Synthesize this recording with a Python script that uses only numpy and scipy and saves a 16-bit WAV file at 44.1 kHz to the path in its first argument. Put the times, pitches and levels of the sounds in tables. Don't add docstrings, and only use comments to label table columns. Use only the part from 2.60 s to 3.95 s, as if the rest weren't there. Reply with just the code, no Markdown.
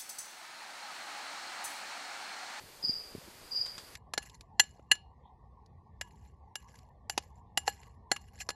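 import sys
import numpy as np
from scipy import signal
from scipy.fft import rfft, irfft
from scipy.io import wavfile
from scipy.ndimage import uniform_filter1d

SR = 44100
rng = np.random.default_rng(int(sys.argv[2]) if len(sys.argv) > 2 else 0)


def store_pcm(level_fs):
    pcm = np.round(np.clip(level_fs, -1, 1) * 32767).astype(np.int16)
    wavfile.write(sys.argv[1], SR, np.atleast_2d(pcm).T)


def voltage_ratio(level):
    return 10 ** (np.asarray(level, float) / 20)


N = 59535


def evened(x):
    return x / np.sqrt(np.mean(x ** 2) + 1e-20)


def read(points, hz):
    f, value = np.transpose(points)
    return np.interp(np.log(hz + 1), np.log(f + 1), value)


def add(mix, start_s, sound):
    part = mix[round(start_s * SR):][:len(sound)]
    part += sound[:len(part)]


# f/Hz, level/dB
HISS_SPECTRUM = [(15, -41), (25, 2.5), (239, -4.5), (312, -3), (452, -0.5), (517, -1.5), (812, -3),
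                 (2230, -8), (14300, -14.5)]
HISS_DB, PATCH_DB, RUMBLE_PATCH_DB = -54, 0.73, 2
FAR_HZ, FAR_WIDTH_HZ, FAR_DB = 4630, 870, -65


def air():
    frames = N // 256 + 5
    hz = np.fft.rfftfreq(1024, 1 / SR)[:, None]
    a, b, c, d, patch = rng.standard_normal((frames, 513, 5)).T
    patch = evened(uniform_filter1d(uniform_filter1d(patch, 8, 0), 8, 1))
    patch_db = PATCH_DB + RUMBLE_PATCH_DB / (1 + (hz / 250) ** 2)
    hiss_bins = (a + 1j * b) * voltage_ratio(read(HISS_SPECTRUM, hz) + patch * patch_db)
    far_bins = (c + 1j * d) * np.exp(-2 * ((hz - FAR_HZ) / FAR_WIDTH_HZ) ** 2)
    hiss = evened(signal.istft(hiss_bins, nperseg=1024, noverlap=768)[1][:N])
    far = evened(signal.istft(far_bins, nperseg=1024, noverlap=768)[1][:N])
    return voltage_ratio(HISS_DB) * hiss + voltage_ratio(FAR_DB) * far


# t/s, signed push/full scale, f/Hz, ring T60/s
BUMPS = [(0.036, .004, 143, 0.026), (.238, 0.014, 310, 0.0077), (.244, 0.0046, 166, 0.029),
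         (0.276, 0.0051, 220, 0.014), (.289, 0.009, 200, 0.014), (0.2932, -0.028, 230, 0.015),
         (0.355, 0.0022, 140, .02), (0.5499, 0.028, 325, 0.014), (0.5549, 0.023, 384, 0.0074),
         (0.55, -0.0053, 86, 0.055), (0.5795, 0.011, 164, 0.021), (0.676, 0.0056, 285, 0.012),
         (0.6832, -0.0086, 258, 0.012), (1.223, 0.0015, 80.5, 0.076), (1.236, 0.0059, 304.5, 0.0075),
         (.015, 0.00037, 34.8, .12), (0.461, 0.0016, 40, .1), (.635, 0.0021, 45, 0.094),
         (0.994, 0.0022, 109, 0.059), (1.325, 0.00028, 85, 0.076)]
MIC_LOW_HZ, HOUSING_HZ = 49, 610


def bumps():
    out, t = np.zeros(N), np.arange(4000) / SR
    for start_s, push, hz, t60_s in BUMPS:
        onset = np.minimum(t * hz * 3, 1)
        ring = voltage_ratio(-60 * t / t60_s) * np.sin(2 * np.pi * hz * t)
        add(out, start_s, 2 * push * onset * ring)
    return signal.lfilter(*signal.butter(2, [MIC_LOW_HZ, HOUSING_HZ], "band", fs=SR), out)


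# t/s, level/dB, hold/s, fade T60/s
SCUFFS = [
    (1.0615, -46.5, 0.0081, 0.15),
    (1.1800, -46, 0.0086, 0.16),
]
# f/Hz, level/dB
BARK = [(150, -9.5), (400, -10), (1600, -7), (2300, -11.5), (4000, -4.5), (6300, -11.5), (7600, -10),
        (14500, -31)]
GRIT_DB, GRIT_PER_S = 2.0, 15000
SNAP_DB, SNAP_S = 5.0, 0.002


def scuffs():
    out, t = np.zeros(N), np.arange(6000) / SR
    colour = voltage_ratio(read(BARK, np.fft.rfftfreq(len(t), 1 / SR)))
    for start_s, db, hold_s, t60_s in SCUFFS:
        struck = rng.random(len(t)) < GRIT_PER_S / SR
        clicks = voltage_ratio(GRIT_DB * rng.exponential(1, len(t))) * struck
        clicks = clicks * rng.choice([-1, 1], len(t))
        grit = evened(irfft(rfft(clicks) * colour, len(t)))
        late_s = np.maximum(t - hold_s, 0)
        snap_db = SNAP_DB * np.exp(-t / SNAP_S)
        fade_db = -60 * late_s / t60_s - 4.8 * np.minimum(late_s / 0.0017, 1)
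        add(out, start_s, voltage_ratio(db + snap_db + fade_db) * grit)
    return out


ROOM_T60_S, ROOM_BUILD_S = 0.55, 0.031


def room(echoes, tail_db):
    t = np.arange(SR) / SR
    build = np.minimum(t / ROOM_BUILD_S, 1) ** 2
    response = rng.standard_normal(SR) * voltage_ratio(-60 * t / ROOM_T60_S) * build
    response *= voltage_ratio(tail_db) / np.linalg.norm(response)
    for delay_s, db in echoes:
        add(response, delay_s, voltage_ratio(db) * np.ones(1))
    return response


END_HZ, FLOOR_HZ, SAG_HZ_PER_S = 4590, 4640, 28000
CATCH_HZ, CATCH_S = 280, 0.0018
TOOTH_WOBBLE, RASP_HZ = 0.002, (5150, 5700)
OPEN_SHARE, PEAK_SHARE, SWELL_WIDTH = 0.24, 0.52, 0.8
LINGER_S, END_S = 0.003, 0.0047


def stroke(top_hz, rasp_db):
    t = np.arange(1500) / SR
    length_s = (top_hz - END_HZ) / SAG_HZ_PER_S
    wobble = evened(uniform_filter1d(rng.standard_normal(1500), 90))
    hz = top_hz - SAG_HZ_PER_S * t + CATCH_HZ * np.exp(-t / CATCH_S)
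    hz = hz * (1 + TOOTH_WOBBLE * wobble)
    hz = FLOOR_HZ + 60 * np.logaddexp(0, (hz - FLOOR_HZ) / 60)
    opening = np.minimum(t / (OPEN_SHARE * length_s), 1)
    swell = np.exp(-2 * (t / length_s - PEAK_SHARE) ** 2 / SWELL_WIDTH)
    closing = np.sin(np.pi / 2 * np.clip((length_s + LINGER_S - t) / END_S, 0, 1)) ** 2
    rasp_band = signal.butter(2, RASP_HZ, "band", fs=SR)
    rasp = evened(signal.lfilter(*rasp_band, rng.standard_normal(1500)))
    tone = np.sin(2 * np.pi * np.cumsum(hz) / SR)
    return opening * swell * closing * (tone + voltage_ratio(rasp_db) * rasp)


# t/s, level/dB, opening f/Hz, rasp level/dB, place/index
STROKES = [
    (.2235, -35.5, 5090, -37, 0),
    (.268, -34, 5100, -45, 0),
    (.908, -37, 4960, -27, 1),
    (0.95, -33.5, 5060, -33, 1),
    (.810, -65, 5100, -28, 1),
]
# delay t/s, level/dB
ECHOES = [
    [(0, -3), (.003, -3), (.008, 0), (.014, 1.5), (.020, 10), (.039, -8)],
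    [(0, -4), (.0077, 4.5), (.014, -1), (.020, 4), (.040, -0.5), (.049, -23), (.058, 2)],
]
ROOM_DB = [7.5, 9.5]


def crickets():
    dry = np.zeros((len(ECHOES), N))
    for start_s, db, top_hz, rasp_db, place in STROKES:
        add(dry[round(place)], start_s, voltage_ratio(db) * stroke(top_hz, rasp_db))
    out = np.zeros(N)
    for strokes, echoes, tail_db in zip(dry, ECHOES, ROOM_DB):
        out += signal.fftconvolve(strokes, room(echoes, tail_db))[:N]
    return out


def scene():
    return (air() + bumps() + scuffs() + crickets())[None]


def top_cut(x):
    return signal.sosfilt(signal.butter(12, 15360, fs=SR, output="sos"), x)


EDGE_HZ = 14290


def record(dry):
    edge = signal.firwin(1023, EDGE_HZ, window=("kaiser", 9), fs=SR)[None]
    limited = signal.oaconvolve(dry, edge, "same")
    return top_cut(limited)


dry = scene()
out = record(dry)
store_pcm(out)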